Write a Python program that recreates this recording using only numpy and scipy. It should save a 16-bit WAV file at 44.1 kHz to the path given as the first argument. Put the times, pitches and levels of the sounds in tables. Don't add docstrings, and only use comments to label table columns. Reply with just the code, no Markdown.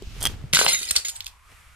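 import sys
import numpy as np
from scipy import signal
from scipy.fft import rfft, irfft
from scipy.io import wavfile

SR = 44100
rng = np.random.default_rng(int(sys.argv[2]) if len(sys.argv) > 2 else 0)


def output_pcm(signal):
    pcm = np.clip(np.atleast_2d(signal).T, -1, 1) * 32767
    wavfile.write(sys.argv[1], SR, np.round(pcm).astype(np.int16))


N = 77175
T = np.arange(N) / SR


def amp(db):
    return 10 ** (np.asarray(db) / 20)


def unit_rms(x):
    return x / np.sqrt(np.mean(x ** 2) + 1e-20)


def envelope(points):
    return amp(np.interp(T, *np.transpose(points)))


def response_db(points, size=8192):
    hz, db = np.transpose(points)
    return np.interp(np.log(np.linspace(1, SR / 2, size // 2 + 1)), np.log(hz), db)


def colour(x, db, keep_power=True):
    if keep_power:
        db = db - 10 * np.log10(np.mean(amp(db) ** 2))
    cepstrum = irfft(np.log(amp(db)))
    half = len(cepstrum) // 2
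    cepstrum[1:half] *= 2
    cepstrum[half + 1:] = 0
    impulse_response = irfft(np.exp(rfft(cepstrum)))
    return signal.fftconvolve(np.atleast_2d(x), impulse_response[None], axes=1)[:, :N]


def decay(t, t60):
    return np.exp(-np.log(1000) * np.maximum(t, 0) / t60)


def resonate(x, hz, t60):
    radius, angle = decay(1 / SR, t60), 2 * np.pi * hz / SR
    return signal.lfilter([0, np.sin(angle)], [1, -2 * radius * np.cos(angle), radius ** 2], x + 1e-18)


def struck(modes, attack_s=1e-5):
    out = 0
    for start, db, hz, t60 in modes:
        age = T - start
        out += amp(db) * np.clip(age / attack_s, 0, 1) * decay(age, t60) * np.sin(2 * np.pi * hz * age)
    return out


def stereo_noise(width):
    return rng.standard_normal(N) + width * rng.standard_normal((2, N))


def shaped_noise(levels, spectrum, width):
    return envelope(levels) * unit_rms(colour(stereo_noise(width), response_db(spectrum)))


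def contacts(events, spectrum, grain_db=2.5):
    noise = stereo_noise(width=0.36)
    noise *= amp(grain_db * np.repeat(rng.standard_normal(N), repeats=16)[:N])
    out = 0
    for start, db, rise, t60, body_db, treble_db in events:
        shape = np.clip((T - start) / rise, 0, 1) * decay(T - start - rise, t60)
        burst = amp(db) * np.std(shape) * unit_rms(shape * np.roll(noise, rng.integers(N), axis=1))
        shelves = response_db([(1760, body_db), (3333, 0)]) + response_db([(5200, 0), (8000, treble_db)])
        out += colour(burst, response_db(spectrum) + shelves)
    return out


def pan(right_db):
    return amp([[-right_db / 2], [right_db / 2]])


def reflections(x, t60_s, delay_s=0):
    tail = rng.standard_normal((2, N)) * decay(T - delay_s, t60_s) * (T > delay_s)
    return signal.fftconvolve(x, unit_rms(tail) / np.sqrt(N), axes=1)


def in_yard(x, left_lag_s, reverb_db):
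    # freq_hz, gain_db
    yard_spectrum = [(100, -14.5), (500, 7), (1600, 0), (4000, -1.5), (9000, -3.5), (16000, -0.5)]
    phase_lag = np.exp(-2j * np.pi * left_lag_s * np.linspace(0, SR / 2, N + 1))
    left = irfft(rfft(x[0], 2 * N) * phase_lag)[:N]
    reverb = colour(reflections(x, t60_s=0.22, delay_s=0.006), response_db(yard_spectrum))
    scatter = colour(reflections(x, t60_s=0.0098), response_db([(700, -12), (3000, -8)]))
    return np.array([left, x[1]]) + amp(reverb_db) * reverb + amp(-7.5) * scatter


def wind():
    # time_s, level_db
    gusts = [(0, -42), (.16, -42), (.24, -33.5), (.33, -33), (.37, -37.5), (.42, -37.5), (.5, -40),
             (.56, -41), (.75, -63), (.85, -66), (1.75, -69)]
    # freq_hz, gain_db
    spectrum = [(20, -5.5), (40, 8.5), (80, -1.5), (130, -3), (250, -15.5), (500, -24.5), (1500, -28),
                (16000, -62)]
    return shaped_noise(gusts, spectrum, width=0.92)


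def outdoor_ambience():
    # time_s, level_db
    rumble_levels = [(0, -47), (1.05, -59.5), (1.25, -50.5), (1.45, -59), (1.7, -52)]
    hiss_levels = [(0, -63.5), (.1, -57.5), (.2, -47), (.3, -57), (.38, -59.5), (.5, -60), (1.2, -54.5),
                   (1.42, -60.5), (1.52, -52.5), (1.62, -54), (1.75, -56.5)]
    # freq_hz, gain_db
    rumble_spectrum = [(20, -6.5), (70, 6.5), (105, -2), (150, -23.5), (280, -33), (2000, -52.5)]
    hiss_spectrum = [(100, 5), (280, -16.5), (700, -8.5), (1050, -2.5), (2300, -0.5), (4000, -10),
                     (6000, -12), (9000, -10.5), (12500, -16), (13800, -20), (14800, -54), (16000, -42)]
    rumble = shaped_noise(rumble_levels, rumble_spectrum, width=0.57)
    return rumble + shaped_noise(hiss_levels, hiss_spectrum, width=1.0)


def sleeve_swish():
    # time_s, level_db
    levels = [(0, -57.5), (.05, -52), (.14, -50.5), (.2, -48), (.3, -43.5), (.36, -56), (.5, -62.5),
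              (.6, -100)]
    # freq_hz, gain_db
    spectrum = [(300, -1), (1100, -19), (2600, 3), (5000, -1), (8000, -7), (11000, -25), (13500, -10),
                (15000, -39)]
    return shaped_noise(levels, spectrum, width=1.9)


def bumps():
    # start_s, level_db, pitch_hz, t60_s
    modes = [(.022, -29, 390, 0.042), (.072, -23.5, 55, 0.053), (.165, -39, 420, 0.035),
             (.22, -26.5, 39.5, 0.084), (.44, -23, 121, .07), (.535, -21.5, 157.7, 0.07),
             (.664, -35, 164.3, 0.095), (.73, -42.5, 151, 0.094), (.91, -42, 212, 0.046),
             (.81, -46, 222, 0.06), (.812, -43.5, 388, 0.076), (.914, -35, 71, 0.12), (.968, -36, 65, 0.08)]
    return struck(modes)


def bottle_chinks():
    # start_s, level_db, rise_s, t60_s, body_db, treble_db
    chinks = [(0.0224, -40, 0.00058, 0.0086, -12, -13.5), (.2055, -33, 0.0016, 0.017, -15, -4),
              (0.211, -29.5, 0.0018, 0.017, -1.5, -7), (0.2187, -32.5, 0.0019, 0.034, 6.5, -14),
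              (0.2266, -20, 0.00073, .02, -32.5, -3.5), (.231, -23.5, 0.00088, .03, -4.5, 5),
              (0.237, -23.5, 0.0021, 0.037, 2.5, -1), (0.242, -33, 0.00072, 0.019, -14, 2),
              (.253, -14, 0.00057, 0.02, 2.5, -4.5), (0.2627, -18.5, 0.00013, 0.012, 6, -7),
              (0.2696, -15.5, .0012, 0.0087, -2, -11)]
    # freq_hz, gain_db
    spectrum = [(150, -13), (500, -5.5), (1500, -3.5), (2400, -8), (3250, -8.5), (4500, -0.5), (7000, 0),
                (9000, 9.5), (12000, 1), (16000, -2.5)]
    # pitch_hz, gain_db, t60_s
    modes = [(3238, -6, 0.039), (3380, -14, 0.036)]
    ring = struck([(start + rise, db + body_db + mode_db, hz, t60)
                   for start, db, rise, _, body_db, _ in chinks for hz, mode_db, t60 in modes])
    return in_yard(contacts(chinks, spectrum) + ring, left_lag_s=20e-6, reverb_db=-16) * pan(right_db=2.5)


def scuffs():
    # start_s, level_db, rise_s, t60_s, body_db, treble_db
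    rubs = [(.293, -39, .004, 0.07, 1, -8), (.313, -44, 0.0028, .04, 2, 8),
            (.322, -58, 0.0012, 0.025, -6, 15), (.3365, -41, 0.00071, 0.036, 10, -6),
            (1.49, -59, 0.013, 0.093, 3.5, 6), (1.515, -51, 0.002, 0.076, -4.5, -1)]
    # freq_hz, gain_db
    spectrum = [(100, 4), (250, 3), (500, 3), (1300, -6.5), (2500, -9), (6000, -16.5), (16000, -25.5)]
    return contacts(rubs, spectrum)


def cracks():
    # start_s, level_db, rise_s, t60_s, body_db, treble_db
    fractures = [(.5285, -20.5, 0.0011, .05, -4.5, -5), (.5333, -11.5, .0006, 0.03, 2, -0.5),
                 (.5415, -17.5, 0.0017, 0.037, 4, 9), (.5465, -13.5, 0.0021, .05, -6, -1.5),
                 (.555, -13.5, 0.00082, 0.05, -5, -5), (.569, -11, 0.00057, 0.018, 0, -23),
                 (.5895, -11.5, 0.0005, 0.03, 3.5, -0.5), (.6128, -19.5, 0.0007, 0.15, -2.5, -0.5),
                 (.664, -10.5, 0.00027, 0.0083, 2.5, -26), (.679, -21.5, 0.0028, 0.22, -10, -3.5),
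                 (.722, -33, 0.0016, 0.038, 3, -6), (.73, -20, .001, 0.025, 13, 32),
                 (.746, -17, 0.00082, 0.013, -0.5, 1)]
    # freq_hz, gain_db
    spectrum = [(100, -8), (280, -5), (450, -4.5), (800, -6.5), (1800, 5.5), (3200, 4), (4600, 4),
                (5800, 4.5), (7500, 1), (10500, 0), (16000, -17.5)]
    return contacts(fractures, spectrum)


def shard_spray(shards=110, peak_hits_per_s=3000, t60_cycles=190, spread_db=3.5, grit_db=-5.5, width=0.5):
    # time_s, level_db
    levels = [(.53, -42), (.545, -27), (.605, -24), (.635, -32.5), (.66, -28.5), (.685, -23), (.74, -28.5),
              (.78, -35), (.86, -33.5), (.94, -38.5), (1.0, -39.5), (1.04, -47), (1.12, -52), (1.22, -61),
              (1.33, -94)]
    # freq_hz, gain_db
    spectrum = [(300, -4.5), (900, -6.5), (1600, 0.5), (3000, 2.5), (4300, 4.5), (5700, 4), (7200, 6.5),
                (10000, 1), (12500, -12), (16000, 3)]
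    strength = envelope(levels) * (T > levels[0][0])
    rate = peak_hits_per_s * np.sqrt(envelope(levels) / strength.max())
    hits = (rng.random(N) < rate / SR) / np.sqrt(rate)
    hits *= amp(spread_db * np.minimum(rng.exponential(1, N), 2))
    hits = hits * (rng.choice([-1, 1], N) + width * rng.standard_normal((2, N)))
    shard_hit = rng.integers(0, shards, N)
    pitches_hz = np.linspace(1400, 14500, shards) * rng.uniform(0.88, 1.05, shards)
    rings = sum(resonate(hits * (shard_hit == k), hz, t60_cycles / hz) * np.sqrt(hz)
                for k, hz in enumerate(pitches_hz))
    return colour(strength * (unit_rms(rings) + amp(grit_db) * unit_rms(hits)), response_db(spectrum))


def struck_fragments(low_cut_hz=394):
    # start_s, level_db, pitch_hz, t60_s
    knocks = [(.5337, -8.5, 2260, 0.0091), (.534, -26, 590, 0.039), (.5692, -9.5, 1553, 0.029),
              (.59, -17, 1710, 0.018), (.6132, -14.5, 473, 0.016), (.6138, -1, 1510, 0.0032),
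              (.6486, -19, 574, 0.0148), (.6486, -15, 1140, 0.0071), (.664, -6.5, 820, 0.0063),
              (.6645, -3.5, 2950, 0.0056), (.665, -32.5, 531, .12)]
    rings = [(.5465, -15.5, 2005, 0.049), (.557, -9, 7340, 0.031), (.57, -23, 1530, 0.28),
             (.59, -23, 9330, .03), (.597, -12, 7180, 0.05), (.598, -20, 10050, 0.052),
             (.585, -34, 3690, 0.075), (.605, -24, 4110, 0.3), (.6448, -14, 9590, 0.04),
             (.6448, -27, 13800, .03), (.668, -26, 4084, 0.164), (.679, -14, 4199, 0.15),
             (.68, -24, 2084, 0.28), (.694, -13, 8690, 0.04), (.696, -29.5, 9920, 0.41),
             (.722, -16, 9000, 0.02), (.728, -28, 3747, 0.37), (.746, -24, 2068, 0.13),
             (.68, -58, 1394, 0.54), (.73, -23.5, 4086, 0.24), (.733, -27, 12640, 0.038),
             (.73, -18, 6730, 0.22), (.8883, -24, 4246, 0.08), (.8883, -37, 8000, 0.032),
             (.9112, -4.5, 8550, 0.0085), (.961, -13, 8234, 0.033), (.9625, -13, 4515, 0.071),
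             (.962, -28, 4780, .09), (.963, -34, 4140, 0.076), (.961, -35, 1510, 0.033),
             (1.047, -33, 2113, 0.095), (1.05, -24, 6836, 0.21), (1.051, -44, 8100, 0.044),
             (1.0835, -34, 8260, 0.096), (1.155, -35, 7850, 0.18), (1.2055, -25, 3510, 0.019),
             (1.2055, -32.5, 13200, 0.015), (1.2657, -34, 13160, 0.018), (1.2657, -30.5, 2590, 0.019)]
    low_cut = signal.butter(4, low_cut_hz, "high", fs=SR, output="sos")
    return signal.sosfilt(low_cut, struck(knocks) + struck(rings, attack_s=0.0005))


def landings():
    # start_s, level_db, rise_s, t60_s, body_db, treble_db
    impacts = [(.789, -28, 0.00087, 0.035, -1, 2), (.8295, -23.5, 0.00061, 0.024, -13, -2),
               (.8883, -31, .0006, 0.019, -8, 14), (.908, -15, 0.0011, 0.03, 5, 4),
               (.911, -20, 0.0025, 0.018, -14, 1), (.953, -22, .003, 0.085, 5, -1),
               (.961, -14, 0.00095, .06, -5, -8), (.979, -31.5, 0.00098, 0.088, 15, 11.5),
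               (1.047, -29, 0.00066, 0.21, 0, -1), (1.0835, -22.5, 0.00048, 0.054, -3, 1),
               (1.095, -27, 0.0015, 0.048, -6, 4), (1.153, -39, 0.0068, .07, -6, 1),
               (1.1635, -33.5, .0006, 0.025, 6, 4.5), (1.2055, -23.5, 0.00014, 0.018, -8, -24),
               (1.223, -40, 0.00029, 0.018, -24, -13), (1.2437, -37.5, 0.00054, 0.023, -15, 0),
               (1.259, -36.5, .001, 0.043, -34, -7), (1.2657, -27.5, 0.00062, 0.019, -6.5, -4.5),
               (1.275, -39.5, .002, 0.063, -3, -2.5)]
    # freq_hz, gain_db
    spectrum = [(100, -37), (280, -22), (500, -11.5), (900, -16.5), (1600, -1.5), (2400, -3.5), (4300, 4.5),
                (6000, 2.5), (8300, 5), (11000, -4.5), (13800, -9), (16000, -28)]
    return contacts(impacts, spectrum) * pan(right_db=2.5)


def from_wall(glass):
    # freq_hz, left_minus_right_db
    balance = [(300, 3.5), (1700, 4), (3000, -2.5), (3900, -0.5), (4800, 1.5), (6200, 1.5), (8500, -1.5),
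               (10000, 0.5), (12500, -2), (15000, 11.5)]
    left, right = in_yard(glass, left_lag_s=87e-6, reverb_db=-11.5)
    half_db = response_db(balance) / 2
    return np.vstack([colour(left, half_db, keep_power=False), colour(right, -half_db, keep_power=False)])


def rising_rush(half_width_hz=130):
    # time_s, centre_hz, level_db
    glide = [(1.05, 775, -86), (1.141, 820, -58), (1.22, 972, -63.5), (1.369, 1020, -60),
             (1.471, 1220, -61.5), (1.56, 1239, -67), (1.75, 1398, -61.5)]
    times, hz, db = np.transpose(glide)
    low_pass = signal.butter(2, half_width_hz, fs=SR, output="sos")
    baseband = signal.sosfilt(low_pass, stereo_noise(0.33) + 1j * stereo_noise(0.68))
    carrier = np.exp(2j * np.pi * np.cumsum(np.interp(T, times, hz)) / SR)
    return amp(np.interp(T, times, db)) * unit_rms(np.real(baseband * carrier))


def scene():
    outdoors = wind() + outdoor_ambience() + rising_rush()
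    throw = sleeve_swish() + bumps() + scuffs() + bottle_chinks()
    smash = cracks() + landings() + struck_fragments() + shard_spray()
    return outdoors + throw + from_wall(smash)


def record(dry):
    ceiling, stopband_hz = 0.95, 15800
    low_pass = signal.cheby2(12, 50, stopband_hz, fs=SR, output="sos")
    return signal.sosfiltfilt(low_pass, np.clip(dry, -ceiling, ceiling))


dry = scene()
out = record(dry)
output_pcm(out)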